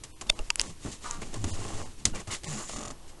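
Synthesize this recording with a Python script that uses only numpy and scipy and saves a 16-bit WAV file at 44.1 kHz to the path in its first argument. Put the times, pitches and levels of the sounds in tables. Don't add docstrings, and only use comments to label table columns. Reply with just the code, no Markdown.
import sys
import numpy as np
from scipy import signal
from scipy.fft import rfft, irfft
from scipy.io import wavfile
from scipy.ndimage import uniform_filter1d

SR = 44100
rng = np.random.default_rng(int(sys.argv[2]) if len(sys.argv) > 2 else 0)


def file_out(sig):
    cols = np.atleast_2d(sig).T
    lim = np.clip(cols, -1, 1)
    pcm = np.round(lim * 32767).astype(np.int16)
    wavfile.write(sys.argv[1], SR, pcm)


def decibels_to_gain(level_db):
    exponent = np.asarray(level_db, float) / 20
    return 10 ** exponent


N = 141120
T = np.arange(N) / SR

COARSE_RIBS = [2.742, 2.7685, 2.792, 2.814, 2.836, 2.8585, 2.882, 2.9105]
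# offset_s, hiss_db, t60_s, sole_db, board_db
RIB_TOUCHES = [
    (-.007, -42.5, 0.06, -58, -46.5),
    (0, -43.5, 0.037, -55, -58),
    (.0085, -63, .02, -44.5, -45),
]


def rms_one(x):
    return x / np.sqrt(np.mean(x ** 2) + 1e-20)


def colour(x, points):
    hz, db = np.transpose(points)
    log_hz = np.log(np.maximum(np.arange(N // 2 + 1) * SR / N, 1))
    gain = decibels_to_gain(np.interp(log_hz, np.log(hz), db))
    return rms_one(irfft(rfft(x) * gain, N))


def ring(x, hz, width_hz):
    r = np.exp(-np.pi * width_hz / SR)
    zeros = [(1 - r * r) / 2, 0, (r * r - 1) / 2]
    poles = [1, -2 * r * np.cos(2 * np.pi * hz / SR), r * r]
    return signal.lfilter(zeros, poles, x + 1e-18)


def drift(rate_hz):
    r = np.exp(-2 * np.pi * rate_hz / SR)
    slow = signal.lfilter([1], [1, -2 * r, r * r], rng.standard_normal(N + SR))
    return rms_one(slow[SR:])


def stroke(s, length):
    rise_share, fall_share = 0.26, 0.47
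    out = np.zeros(N)
    part = slice(max(int(s * SR), 0), int((s + length) * SR))
    u = (T[part] - s) / length
    ramp = np.clip(np.minimum(u / rise_share, (1 - u) / fall_share), 0, 1)
    out[part] = np.sin(np.pi / 2 * ramp) ** 2
    return out


def strike(s, rise, t60):
    out = np.zeros(N)
    part = slice(max(int((s - 10 * rise) * SR), 0), int((s + 2 * t60) * SR))
    since = T[part] - s
    out[part] = np.exp(np.where(since < 0, since / rise, -since * np.log(1000) / t60))
    return out


def background():
    # hz, level_db
    hiss_spectrum = [(180, -25), (300, 3.5), (654, -12.5), (950, -8.5), (1260, -12), (2420, -11.5),
                     (10100, -13.5), (10900, -21), (12400, -22), (16100, -80), (22000, -120)]
    rumble_spectrum = [(24, -21), (40, -1.5), (209, -19.5), (320, -24), (420, -46), (700, -120)]
    # time_s, level_db
    sway = [(0, -0.5), (2.0, -1), (2.9, -0.5), (2.96, -3), (3.2, -1.5)]
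    hiss_gain = decibels_to_gain(-55.5 + np.interp(T, *np.transpose(sway)) + drift(13.0))
    hiss = hiss_gain * colour(rng.standard_normal(N), hiss_spectrum)
    rumble = decibels_to_gain(-54.5) * colour(rng.standard_normal(N), rumble_spectrum)
    return hiss + rumble


def circuit_whine():
    # pitch_hz, rms_db
    lines = [(10713, -74), (10794, -92), (11256, -106), (11337, -74.5)]
    return sum(np.sqrt(2) * decibels_to_gain(db) * np.sin(2 * np.pi * hz * T) for hz, db in lines)


def hand():
    # time_s, level_db
    motion = [(0.0, -54.5), (0.27, -46.5), (0.31, -24.5), (0.36, -69), (0.41, -27), (0.46, -43),
              (1.02, -49.5), (1.12, -36), (1.25, -38), (1.55, -31), (1.67, -36), (1.78, -33), (2.0, -46.5),
              (2.13, -31), (2.21, -47.5), (2.44, -45), (3.16, -44.5), (3.2, -60)]
    band = signal.butter(2, [4, 15.1], "band", fs=SR, output="sos")
    slow = signal.sosfilt(band, rng.standard_normal(N + SR))[SR:]
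    even = slow / np.sqrt(uniform_filter1d(slow ** 2, size=6000) + 1e-12)
    return decibels_to_gain(np.interp(T, *np.transpose(motion))) * even


def casing():
    # start_s, peak_db, main_ring_hz, build_up_s, t60_s
    snaps = [(0.3002, -9.5, 3570, 0.0021, 0.0078), (0.391, -27, 2760, 0.00017, 0.013),
             (0.5037, -12, 2730, 0.00035, 0.0079), (0.5575, -17.5, 7640, 0.00021, 0.0037),
             (0.5969, -10, 5030, 0.00066, 0.0018), (0.6146, -14, 7300, 0.00021, 0.0029),
             (1.1108, -16, 6600, 0.00012, 0.0023), (.602, -30, 2800, 0.00056, 0.0053),
             (.606, -30, 2950, 0.00038, 0.0052), (2.349, -31.5, 2050, .0008, 0.0089)]
    # pitch_hz, level_db relative to the main ring
    snap_modes = [
        [(2110, -20), (2650, -9), (4500, -10), (5280, -9.5), (5890, -13.5), (7020, -13), (9190, -18.5)],
        [],
        [(1930, -17), (3370, -11.5), (4780, -2.5), (5750, -6.5), (6490, -11), (7660, -8.5)],
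        [(3030, -7), (4410, -13), (5880, -11), (9990, 0)],
        [(856, -21.5), (2720, -14.5), (8000, -15), (10300, -14)],
        [(3000, -6.5), (3870, -7.5), (6040, 1.5), (8870, -9), (10300, -9)],
        [(7700, -6), (3280, -17)],
        [],
        [(7300, -6)],
        [(2700, -4), (3600, -2)],
    ]
    # start_s, level_db, pitch_hz, t60_s
    knocks = [(.301, -24, 30, .1), (.302, -25, 608, .022), (.3012, -31, 1000, .012), (.6, -31, 40, .15),
              (.392, -30, 20, .2), (.5045, -29, 947, .03), (.5046, -31, 1227, .022)]
    out = np.zeros(N)
    crackle_spectrum = [(500, -3), (1200, 0.0), (2500, 5.5), (9000, 1.5), (12000, -9.5)]
    crackle = colour(rng.standard_normal(N), crackle_spectrum)
    for (s, db, hz, rise, t60), modes in zip(snaps, snap_modes):
        tones = 0
        for mode_hz, mode_db in [(hz, 0), *modes]:
            tones = tones + decibels_to_gain(mode_db) * np.sin(2 * np.pi * (mode_hz * (T - s) + rng.random()))
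        first = int(s * SR) - 20
        local_spread = crackle[first:first + 80].std()
        out += decibels_to_gain(db) * strike(s, rise, t60) * (tones + decibels_to_gain(-7.5) * crackle / local_spread)
    for s, db, hz, t60 in knocks:
        out += decibels_to_gain(db) * strike(s, 0.0016, t60) * np.sin(2 * np.pi * hz * (T - s))
    return out


def board_hums():
    # start_s, length_s, level_db, start_hz, end_hz
    hum_events = [(0.67, 0.072, -47.5, 169.7, 171), (1.364, 0.1, -35.5, 104.7, 107),
                  (1.436, 0.054, -31.5, 88.2, 80), (1.506, 0.056, -34, 92.8, 88),
                  (1.497, 0.46, -40, 104, 93.6), (2.271, 0.035, -37.5, 107, 100),
                  (2.458, 0.123, -39, 183.5, 120), (2.521, 0.1, -43, 230, 219)]
    bounce_hz = 13.9
    wobble = 1 + 0.052 * drift(22.0)
    out = 0
    for s, length, db, hz, end_hz in hum_events:
        pitch = np.interp(T, [s, s + length], [hz, end_hz]) * wobble
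        tone = np.sin(2 * np.pi * np.cumsum(pitch) / SR)
        if length > 0.2:
            tone = tone * np.abs(np.sin(np.pi * bounce_hz * (T - s)))
        out = out + decibels_to_gain(db) * stroke(s, length) * tone
    return np.sqrt(2) * out


def squeaks():
    # start_s, length_s, level_db, start_hz, end_hz
    squeak_events = [
        (2.127, 0.0323, -52.5, 1493, 1310),
        (2.153, 0.029, -46, 1259, 986),
    ]
    out = 0
    for s, length, db, hz, end_hz in squeak_events:
        pitch = np.interp(T, [s, s + length], [hz, end_hz]) * (1 + 0.0197 * drift(63))
        phase = 2 * np.pi * np.cumsum(pitch) / SR
        gain = decibels_to_gain(db + 2 * drift(80)) * stroke(s, length) ** 0.5
        out = out + gain * (np.sin(phase) + np.sin(2 * phase))
    return out


def rib_gain():
    # start_s, end_s, start_ribs_per_s, end_ribs_per_s, depth_db
    rides = [
        (2.31, 2.378, 190, 220, 0),
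        (2.47, 2.567, 148, 120, 5),
    ]
    catch_share = 0.64
    gain_db = np.zeros(N)
    for s, end, rate, end_rate, depth_db in rides:
        part = slice(int(s * SR), int(end * SR))
        u = T[part] - s
        ribs_passed = u * rate + (end_rate - rate) * u * u / (2 * (end - s))
        slid = np.clip((ribs_passed % 1 - catch_share) / (1 - catch_share), 0, 1)
        gain_db[part] = depth_db * (0.3 - slid ** 0.5)
    return decibels_to_gain(gain_db)


def creak():
    # start_s, end_s, start_slips_per_s, end_slips_per_s, regular_share
    regular = [
        (1.03, 1.107, 243, 246, 0.32),
        (1.1, 1.21, 236, 232, 0.78),
        (2.288, 2.4, 160, 150, 0.52),
        (2.44, 2.492, 150, 170, 0.86),
    ]
    # start_s, length_s, level_db, pitch_hz, width_hz
    sole_modes = [(1.039, 0.045, -41, 1190, 150), (1.043, 0.089, -50, 976, 100),
                  (1.071, 0.13, -46, 1140, 197), (1.217, 0.027, -45, 2220, 700),
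                  (2.159, 0.067, -52, 2070, 900), (2.297, .05, -49.5, 2880, 200),
                  (2.284, 0.092, -45.5, 1200, 250), (2.302, 0.036, -44, 2100, 220),
                  (2.303, 0.069, -51, 3560, 250), (2.44, 0.32, -45.5, 7100, 500),
                  (2.69, 0.22, -53.5, 1180, 100), (2.457, 0.048, -51.5, 2050, 300),
                  (2.55, 0.12, -50.5, 1150, 198)]
    slips = rng.standard_normal(N) * decibels_to_gain(2 * drift(51)) * rib_gain() ** 2
    for s, end, rate, end_rate, share in regular:
        part = slice(int(s * SR), int(end * SR))
        turns = np.cumsum(np.interp(T[part], [s, end], [rate, end_rate])) / SR
        pulses = rms_one(np.diff(np.floor(turns), prepend=0))
        slips[part] = np.sqrt(1 - share) * slips[part] + np.sqrt(share) * pulses
    white = rms_one(rng.standard_normal(N))
    out = 0
    for s, length, db, hz, width_hz in sole_modes:
        tone = ring(slips, hz, width_hz) / ring(white, hz, width_hz).std()
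        out = out + decibels_to_gain(db) * stroke(s, length) ** 0.5 * tone
    return out


def tread_pings():
    moments = [s + lag for s in COARSE_RIBS for lag, *_ in RIB_TOUCHES]
    gains = decibels_to_gain(-50.5 + rng.normal(0, 1.5, len(moments)))
    envelope = sum(gain * strike(s, 0.0004, 0.03) for s, gain in zip(moments, gains))
    return np.sin(2 * np.pi * 7100 * T) * envelope


def tread_knocks():
    # pitch_hz, width_hz, first_db, main_db, last_db (level at each contact)
    tread_modes = [
        (556, 380, -43, -47.5, -58),
        (1180, 200, -45, -52, -57),
        (2100, 520, -57, -59, -66),
        (3800, 1580, -55, -46, -64),
        (6620, 1260, -49, -36.5, -56),
        (9070, 2600, -56, -49, -55),
    ]
    lag_s_per_khz = 0.00056
    out = 0
    for hz, width_hz, *dbs in tread_modes:
        clicks = np.zeros(N)
        for (lag, *_), db in zip(RIB_TOUCHES, dbs):
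            late = lag - 1 / (np.pi * width_hz)
            if lag < -0.002:
                late += lag_s_per_khz * hz / 1000
            at = ((np.array(COARSE_RIBS) + late) * SR).astype(int)
            clicks[at] = decibels_to_gain(db + rng.normal(0, 1, len(COARSE_RIBS)))
        knock = ring(ring(clicks, hz, width_hz), hz, width_hz)
        out = out + knock * np.e * SR / (np.pi * width_hz)
    return out


def fibre_rub():
    fibres_per_s, grain_share, same_share = 2600, 0.39, 0.7
    hits = rng.random(N) < fibres_per_s / SR
    force = rng.standard_normal(N) * decibels_to_gain(0.82 * rng.exponential(1, N).clip(0, 4))
    grains = rms_one(hits * force)
    rub = np.sqrt(grain_share) * grains + np.sqrt(1 - grain_share) * rng.standard_normal(N)
    at = ((np.array(COARSE_RIBS) - 0.01) * SR).astype(int)
    span = np.arange(SR // 45)
    places = at[:, None] + span
    rub[places] = np.sqrt(same_share) * rub[span] + np.sqrt(1 - same_share) * rub[places]
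    return rub


def shuffle():
    # start_s, length_s, hiss_db, sole_db, board_db
    strokes = [(.0, 0.083, -78, -62.5, -58), (0.218, 0.23, -68, -55, -53), (0.264, 0.021, -51.5, -62, -63),
               (0.293, 0.25, -57.5, -57, -66), (0.561, 0.13, -47, -46, -55), (0.645, 0.082, -48, -52, -45),
               (0.786, 0.23, -49, -57, -57), (0.843, 0.045, -54.5, -42, -34.5),
               (0.909, 0.039, -45, -59, -51), (0.991, 0.2, -46, -52.5, -53),
               (1.105, 0.29, -54.5, -53.5, -47.5), (1.213, 0.018, -50, -45, -40),
               (1.319, 0.073, -47, -44.5, -42.5), (1.37, 0.17, -52.5, -53.5, -43),
               (1.444, 0.15, -43.5, -46, -52), (1.496, 0.47, -45, -45, -45),
               (1.964, 0.1, -56.5, -62, -52.5), (2.123, 0.1, -52.5, -47, -43),
               (2.193, 0.021, -47, -47, -57), (2.302, 0.056, -35.5, -43.5, -46),
               (2.421, 0.28, -42, -44.5, -47.5), (2.653, 0.15, -43.5, -63, -51),
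               (2.715, 0.29, -59, -50, -50.5), (2.903, 0.44, -92, -59.5, -66.5),
               (3.072, 0.04, -54.5, -83, -73)]
    # start_s, hiss_db, t60_s, sole_db, board_db
    touches = [(.037, -35, 0.057, -45.5, -63), (.212, -36, 0.07, -37.5, -52), (0.39, -52, 0.11, -39.5, -53),
               (0.605, -34, 0.049, -54, -58), (1.341, -37, 0.032, -56, -53), (1.442, -33, 0.05, -34.5, -29),
               (2.054, -15, 0.033, -33.5, -29.5), (2.061, -34, 0.14, -42.5, -35),
               (2.149, -42, 0.048, -48, -57), (2.156, -37, 0.044, -38.5, -45), (1.219, -47, .03, -50, -55),
               (2.273, -41.5, 0.15, -41.5, -48), (2.435, -43, 0.033, -47.5, -44),
               (2.443, -36, 0.035, -45, -43), (2.695, -37, 0.061, -36.5, -51)]
    # hz, level_db
    fibre_spectrum = [(880, -45), (1500, -19), (1890, -7), (2400, -11.5), (3000, -7), (5430, -6.5),
                      (7080, -2), (10300, -12.5), (12500, -32), (16200, -70.5), (22000, -120)]
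    sole_spectrum = [(180, -10.5), (300, -1), (887, -3.5), (972, -7.5), (1070, -2), (1510, -13.5),
                     (2200, -24), (2860, -17), (4840, -120)]
    board_spectrum = [(35, -11), (60, -2.5), (108, -5), (162, -7), (231, -5), (450, -18.5), (580, -51),
                      (990, -120)]
    power = np.zeros((3, N))
    for s, length, *dbs in strokes:
        power += (decibels_to_gain(dbs)[:, None] * stroke(s, length)) ** 2
    memory = np.exp(-1 / (0.0098 * SR))
    power = np.maximum(power, signal.lfilter([1 - memory], [1, -memory], power + 1e-18))
    power[:2] *= rib_gain() ** 2
    contacts = [(s + lag, *rest) for s in COARSE_RIBS for lag, *rest in RIB_TOUCHES]
    for s, hiss_db, t60, sole_db, board_db in touches + contacts:
        for k, (db, slower) in enumerate([(hiss_db, 1), (sole_db, 1.3), (board_db, 2.5)]):
            power[k] += (decibels_to_gain(db) * strike(s, 0.00045 * slower ** 2, t60 * slower)) ** 2
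    rub = fibre_rub()
    layers = [colour(rub, fibre_spectrum), colour(rub, sole_spectrum),
              colour(rng.standard_normal(N), board_spectrum)]
    return sum(np.sqrt(p) * x * decibels_to_gain(1.5 * drift(36)) for p, x in zip(power, layers))


def scene():
    around = background() + circuit_whine() + hand()
    camera_and_boards = casing() + board_hums()
    slippers = squeaks() + creak() + tread_pings() + tread_knocks() + shuffle()
    return (around + camera_and_boards + slippers)[None]


def starve(x):
    # centre_s, share of bands kept (0-1)
    thinned = [(.127, .35), (.15, .35), (.342, .45), (.684, .65), (1.52, .4), (1.845, .55), (2.472, .55),
               (2.751, .6)]
    out, size = x.copy(), 2048
    window = signal.windows.kaiser_bessel_derived(size, 4 * np.pi) ** 2
    treble = np.arange(size // 2 + 1) * SR / size > 1100
    for s, share in thinned:
        part = slice(int(s * SR) - size // 2, int(s * SR) + size // 2)
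        lines = rfft(x[part] * window)
        bands = abs(lines[:-1]).reshape(-1, 16).mean(axis=1)
        stands_out = bands / uniform_filter1d(bands, size=9)
        strong = stands_out > np.quantile(stands_out, 1 - share)
        loud = np.append(np.repeat(strong, 16), False)
        kept = loud & (abs(lines) > uniform_filter1d(abs(lines), size=20))
        out[part] -= irfft(lines * (~kept & treble), size)
    return out


def band_limit(x):
    return signal.sosfilt(signal.butter(12, 12870, fs=SR, output="sos"), x)


def record(dry):
    low_pass = signal.cheby2(8, 50, 13300, fs=SR, output="sos")
    cut = signal.sosfilt(low_pass, dry)
    return band_limit(starve(cut[0])[None])


dry = scene()
out = record(dry)
file_out(out)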